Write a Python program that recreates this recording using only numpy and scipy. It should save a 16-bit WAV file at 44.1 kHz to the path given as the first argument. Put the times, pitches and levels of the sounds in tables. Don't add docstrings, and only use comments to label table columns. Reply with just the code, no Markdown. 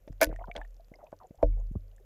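import sys
import numpy as np
from scipy import signal
from scipy.fft import rfft, irfft
from scipy.io import wavfile

SR = 44100
rng = np.random.default_rng(int(sys.argv[2]) if len(sys.argv) > 2 else 0)


def store_wav(level_fs):
    pcm = np.round(np.clip(np.atleast_2d(level_fs), -1, 1) * 32767)
    wavfile.write(sys.argv[1], SR, pcm.T.astype(np.int16))


N = 90404

# frequency in Hz, level in dB.
HISS_SPECTRUM = [(20, 24.5), (80, 27.5), (160, 20), (600, -7), (1200, 4), (3000, -1), (4500, -7.5),
                 (6800, -2), (9000, -12.5), (11000, -2.5), (14300, -0.5), (15400, -16), (16500, -28.5)]
CHURN_SPECTRUM = [(100, -17.5), (200, 16.5), (400, 16.5), (800, -12.5), (1300, -6.5), (2000, 3.5),
                  (3000, -32.5), (8000, -29)]
CLICK_SPECTRUM = [(300, 18.5), (2000, 8.5), (3300, 4.5), (4300, -4.5), (7500, 3.5), (11000, -14),
                  (16000, -25)]
GRIT_SPECTRUM = [(300, -14), (1200, -11), (2300, 2.5), (2900, -5.5), (4000, -2), (5000, 3), (6500, -0.5),
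                 (7800, -7.5), (9200, -17), (10800, 4.5), (12200, -13), (14000, 3.5), (15000, -19),
                 (16000, -29.5)]
DRAG_SPECTRUM = [(500, -7.5), (1100, -6), (1700, -3.5), (2300, 5), (3000, 4), (5000, -7.5), (7500, -3),
                 (9300, -10), (10800, -3.5), (12300, -9.5), (14000, -3.5), (16000, -18)]
CRACK_SPECTRUM = [(300, -5.5), (1000, -6), (2000, 13.5), (3400, 4), (5500, -0.5), (8000, -24),
                  (11000, -22.5), (16000, -34.5)]
# start in seconds, level in dB, pitch in Hz, t60 in seconds.
SINGLE_BUBBLES = [(.271, -33, 308.3, 0.14), (.346, -43.5, 650, 0.044), (.3612, -41.5, 1830, 0.026),
                  (.388, -37, 668, 0.045), (.3935, -47.5, 2084, 0.014), (.412, -30.5, 667, 0.029),
                  (.421, -41.5, 897, .035), (.4402, -38, 1400, 0.021), (.4415, -35.5, 967, 0.033),
                  (.498, -40.5, 689, 0.086), (.5142, -31, 2240, 0.018), (.5142, -51, 3580, 0.01),
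                  (.5642, -26.5, 3350, 0.0072), (.6128, -40, 1290, 0.0085), (.6148, -34.5, 1714, 0.026),
                  (.6195, -62, 3550, 0.017), (0.6487, -45.5, 1810, 0.017), (.650, -56, 667, 0.03),
                  (.797, -47, 660, 0.065), (.9388, -45.5, 2075, 0.03), (.957, -52.5, 4920, 0.013),
                  (.9945, -45, 697, 0.027), (1.037, -39, 609, 0.071), (1.0675, -54.5, 2515, 0.022),
                  (1.1272, -27.5, 624, 0.012), (1.2035, -52, 780, 0.027), (1.2702, -58, 6950, 0.013),
                  (1.3445, -47.5, 642, 0.029), (1.4518, -60, 5300, 0.0071), (1.464, -60, 5580, 0.0081),
                  (1.528, -63.5, 2237, 0.046), (1.601, -58, 6690, .01), (1.755, -54, 1176, 0.039),
                  (1.9815, -57, 1746, 0.022), (2.005, -50.5, 400, 0.057)]
# start in seconds, length in seconds, level in dB, middle pitch in Hz.
GURGLE_CLOUDS = [(.29, 0.039, -47, 523), (0.302, 0.039, -62.5, 1890), (0.393, 0.038, -51, 806),
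                 (0.472, 0.029, -49.5, 722), (0.551, 0.063, -49, 761), (0.61, 0.039, -66.5, 770),
                 (.57, .09, -77, 2470), (0.913, .05, -64, 657), (0.986, 0.06, -55.5, 711),
                 (1.042, 0.039, -61, 798), (1.121, 0.016, -58, 897), (1.2, 0.058, -54, 755),
                 (1.346, 0.02, -77.5, 632), (1.386, 0.036, -57.5, 763), (1.559, 0.055, -61.5, 525),
                 (1.966, .05, -68.5, 594)]
# time of the peak in seconds, level in dB, centre frequency in Hz.
WATER_PUSHES = [(0.0774, -35, 345), (.101, -40, 177), (0.108, -36, 103), (.279, -39, 78),
                (0.303, -32.5, 88), (.3287, -29, 400), (0.483, -35.5, 444), (.488, -36.5, 121.5),
                (0.565, -42.5, 172.6), (0.918, -39, 173), (1.129, -36.5, 252.7), (1.310, -36.5, 159.7),
                (1.436, -25.5, 94), (1.7145, -30, 102.8), (1.755, -32, 283), (1.760, -23.5, 123.3),
                (1.77, -23.5, 57.3)]
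# start
# in seconds, level in dB.
SHARP_CLICKS = [(.127, -47.5), (.313, -73), (0.331, -51.5), (0.3605, -41.5), (0.5135, -56), (0.5644, -31),
                (0.582, -50), (0.612, -52), (0.652, -56), (0.854, -65.5), (0.883, -56), (.939, -59),
                (1.12, -55), (1.9799, -62)]
# frequency in Hz, level in dB, t60 in seconds.
MOUNT_MODES = [(39.98, 4.5, 1.064), (92, -5.5, 0.81), (198, -31, .2), (283, -23.5, .35)]
HOUSING_MODES = [(297.7, -13.5, 0.14), (487, -4, 0.079), (569, -0.5, .06), (654.4, 2, .052),
                 (867, -11, .035), (915, -12, 0.047), (1066.5, -10, 0.022), (1503, -7, .04),
                 (1730, -10.5, .035), (2240, -9, 0.022), (2350, -10.5, 0.029), (5090, -22.5, .03)]
# start in seconds, level in dB, extra level of the upper modes in dB.
MOUNT_SHOVES = [(.001, -58.5, -1), (0.086, -43.5, 0.5), (.255, -34.5, -1.5), (.572, -40.5, -18),
                (1.126, -64, 8.5), (1.367, -54, 3.5), (1.429, -22.5, -5), (1.762, -43, 3)]
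# start in seconds, ring level in dB, grit level in dB.
MOUTH_SLIPS = [(0.2137, -18.5, -24), (.2150, -24, -24), (.2215, -23, -28), (.2246, -18.5, -33),
               (.2277, -31.5, -31), (0.232, -26, -22.5), (0.2327, -42.5, -25), (0.2394, -41, -28),
               (0.244, -41.5, -23.5), (.2545, -48, -41.5), (.2665, -53.5, -52.5)]
# start in seconds, ring level in dB, brightness in Hz, crack level in dB.
HOUSING_KNOCKS = [(0.0769, -45.5, 1010, -50.5), (0.2053, -36.5, 700, -40), (0.2673, -30.5, 450, -49),
                  (0.2903, -43.5, 800, -56.5), (0.552, -39.5, 1600, -50), (0.5621, -36.5, 1960, -34.5),
                  (0.5759, -42, 1820, -48), (.916, -53.5, 900, -78.5), (1.1268, -45, 1430, -69),
                  (1.308, -54, 700, -72.5), (1.428, -12.5, 771, -42.5), (1.593, -56.5, 802, -75.5)]

FIZZ_PER_S, FIZZ_HZ, FIZZ_SPREAD_OCT = 28, 5180, 0.5
FIZZ_DB, FIZZ_SIZE_DB, FIZZ_SKIRT_DB = -83.5, 5.5, -15
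BUBBLE_GLIDE = 0.07
CLOUD_SPREAD_OCT, CLOUD_SIZE_DB, CLOUD_T60_CYCLES = 0.38, 5, 25
SLIP_BRIGHT_HZ, GRIT_HOLD_S, GRIT_TAIL_DB = 5100, 0.00081, -25.5
DRAG_START_S, DRAG_LENGTH_S, DRAG_GRAINS_PER_S = 0.214, 0.025, 4000
DRAG_DB, DRAG_RING_DB, DRAG_HIGHPASS_HZ = -33, -28, 1150


def amp(db):
    return 10 ** (np.asarray(db) / 20)


def unit(x):
    return x / np.sqrt(np.mean(x ** 2) + 1e-20)


def add(mix, start, sound):
    part = mix[max(round(start * SR), 0):][:len(sound)]
    part += sound[:len(part)]


def noise(spectrum, size):
    hz, db = np.transpose(spectrum)
    gain = amp(np.interp(np.log(np.fft.rfftfreq(size, 1 / SR) + 1), np.log(hz), db))
    return unit(irfft(rfft(rng.standard_normal(size)) * gain, size))


def fade(t, t60):
    return np.exp(-np.log(1000) * t / t60)


def snap(spectrum, t60, rise_s=0.00091):
    t = np.arange(SR // 10) / SR
    return noise(spectrum, len(t)) * fade(t, t60) * (1 - np.exp(-t / rise_s))


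def hiss(db=-70):
    return amp(db) * noise(HISS_SPECTRUM, N)


def fizz():
    out, count = np.zeros(N), int(FIZZ_PER_S * N / SR)
    for k, (pitch, size, late) in enumerate(rng.standard_normal((count, 3))):
        hz = FIZZ_HZ * 2 ** (FIZZ_SPREAD_OCT * pitch)
        band = [(hz / 2, FIZZ_SKIRT_DB), (hz, 0),
                (hz * np.sqrt(2), FIZZ_SKIRT_DB), (hz * 2, 2 * FIZZ_SKIRT_DB)]
        start = (k + late % 1) * N / SR / count
        add(out, start, amp(FIZZ_SIZE_DB * min(size, 1)) * snap(band, t60=0.012))
    return amp(FIZZ_DB) * unit(out)


def bubble(hz, t60):
    t = np.arange(0, 1.5 * t60, 1 / SR)
    cycles = hz * (t + BUBBLE_GLIDE * t ** 2 / (2 * t60))
    onset = 1 - np.exp(-cycles ** 2)
    return onset * fade(t, t60) * np.sin(2 * np.pi * cycles)


def cloud(length, middle_hz, per_s):
    count = max(int(length * per_s), 1)
    out = np.zeros(int(length * SR) + SR // 10)
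    for k, (pitch, size, late) in enumerate(rng.standard_normal((count, 3))):
        hz = middle_hz * 2 ** (CLOUD_SPREAD_OCT * pitch)
        gain = amp(CLOUD_SIZE_DB * (size - abs(pitch)))
        add(out, (k + late % 1) * length / count, gain * bubble(hz, CLOUD_T60_CYCLES / hz))
    return out * np.sqrt(length * SR / np.sum(out ** 2))


def bubbling(distant_db=-72, churn_db=-15.5):
    out = amp(distant_db) * cloud(N / SR, middle_hz=546, per_s=370)[:N]
    for start, db, hz, t60 in SINGLE_BUBBLES:
        add(out, start, amp(db) * bubble(hz, t60))
    for start, length, db, hz in GURGLE_CLOUDS:
        add(out, start, amp(db) * cloud(length, hz, per_s=540))
        swell = signal.get_window(("tukey", 0.5), int(length * SR))
        churn = swell * noise(CHURN_SPECTRUM, SR // 4)[:len(swell)]
        add(out, start, amp(db + churn_db) * churn)
    return out


def pushes():
    out = np.zeros(N)
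    for peak_s, db, hz in WATER_PUSHES:
        offset = np.pi * hz * (np.arange(N) / SR - peak_s)
        out += amp(db) * (1 - 3 * offset ** 2) / (1 + offset ** 2) ** 3
    return out


def clicks():
    out = np.zeros(N)
    for start, db in SHARP_CLICKS:
        add(out, start, amp(db) * snap(CLICK_SPECTRUM, t60=0.011))
    return out


def mount(rise_s=0.021):
    out = np.zeros(N)
    for start, db, upper_db in MOUNT_SHOVES:
        t = np.maximum(np.arange(N) / SR - start, 0)
        swing = sum(amp(db + mode_db + upper_db * (k > 0)) * fade(t, t60) * np.cos(2 * np.pi * hz * t)
                    for k, (hz, mode_db, t60) in enumerate(MOUNT_MODES))
        grip = np.sin(np.pi / 2 * np.minimum(t / rise_s, 1)) ** 2
        out = (1 - grip) * out + grip * swing
    return out


def housing(bright_hz, contact_cycles=0.25):
    t = np.arange(SR // 3) / SR
    ring = np.zeros(len(t))
    for k, (hz, db, t60) in enumerate(HOUSING_MODES):
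        gain = amp(db) / np.sqrt(1 + (hz / bright_hz) ** 8)
        ring += (-1) ** k * gain * fade(t, t60) * np.sin(2 * np.pi * hz * t)
    onset = 1 - np.exp(-(t * bright_hz / contact_cycles) ** 2)
    return ring * onset


def rasp():
    out, t = np.zeros(N), np.arange(SR // 10) / SR
    puff = fade(np.maximum(t - GRIT_HOLD_S, 0), t60=0.0037) + amp(GRIT_TAIL_DB) * fade(t, t60=0.065)
    for start, ring_db, grit_db in MOUTH_SLIPS:
        add(out, start, amp(ring_db) * housing(SLIP_BRIGHT_HZ))
        add(out, start, amp(grit_db) * puff * noise(GRIT_SPECTRUM, len(t)))
    strengths = rng.standard_normal(len(t))
    grains = strengths * (rng.random(len(t)) < DRAG_GRAINS_PER_S / SR) * (t < DRAG_LENGTH_S)
    highpass = signal.butter(4, DRAG_HIGHPASS_HZ, "high", fs=SR, output="sos")
    upper_ring = signal.sosfilt(highpass, housing(SLIP_BRIGHT_HZ))
    for db, response in (DRAG_DB, snap(DRAG_SPECTRUM, t60=0.015)), (DRAG_RING_DB, upper_ring):
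        crunch = signal.fftconvolve(grains, response)
        add(out, DRAG_START_S, amp(db) * crunch * np.sqrt(DRAG_LENGTH_S * SR / np.sum(crunch ** 2)))
    return out


def knocks():
    out = np.zeros(N)
    for start, ring_db, bright_hz, crack_db in HOUSING_KNOCKS:
        add(out, start, amp(ring_db) * housing(bright_hz))
        add(out, start, amp(crack_db) * snap(CRACK_SPECTRUM, t60=0.024))
    return out


def scene():
    return (hiss() + knocks() + rasp() + clicks() + mount() + pushes() + fizz() + bubbling())[None]


def record(dry, cutoff_hz=16100):
    lowpass = signal.firwin(511, cutoff_hz, window=("kaiser", 9), fs=SR)
    return signal.oaconvolve(dry, lowpass[None], "same")


dry = scene()
out = record(dry)
store_wav(out)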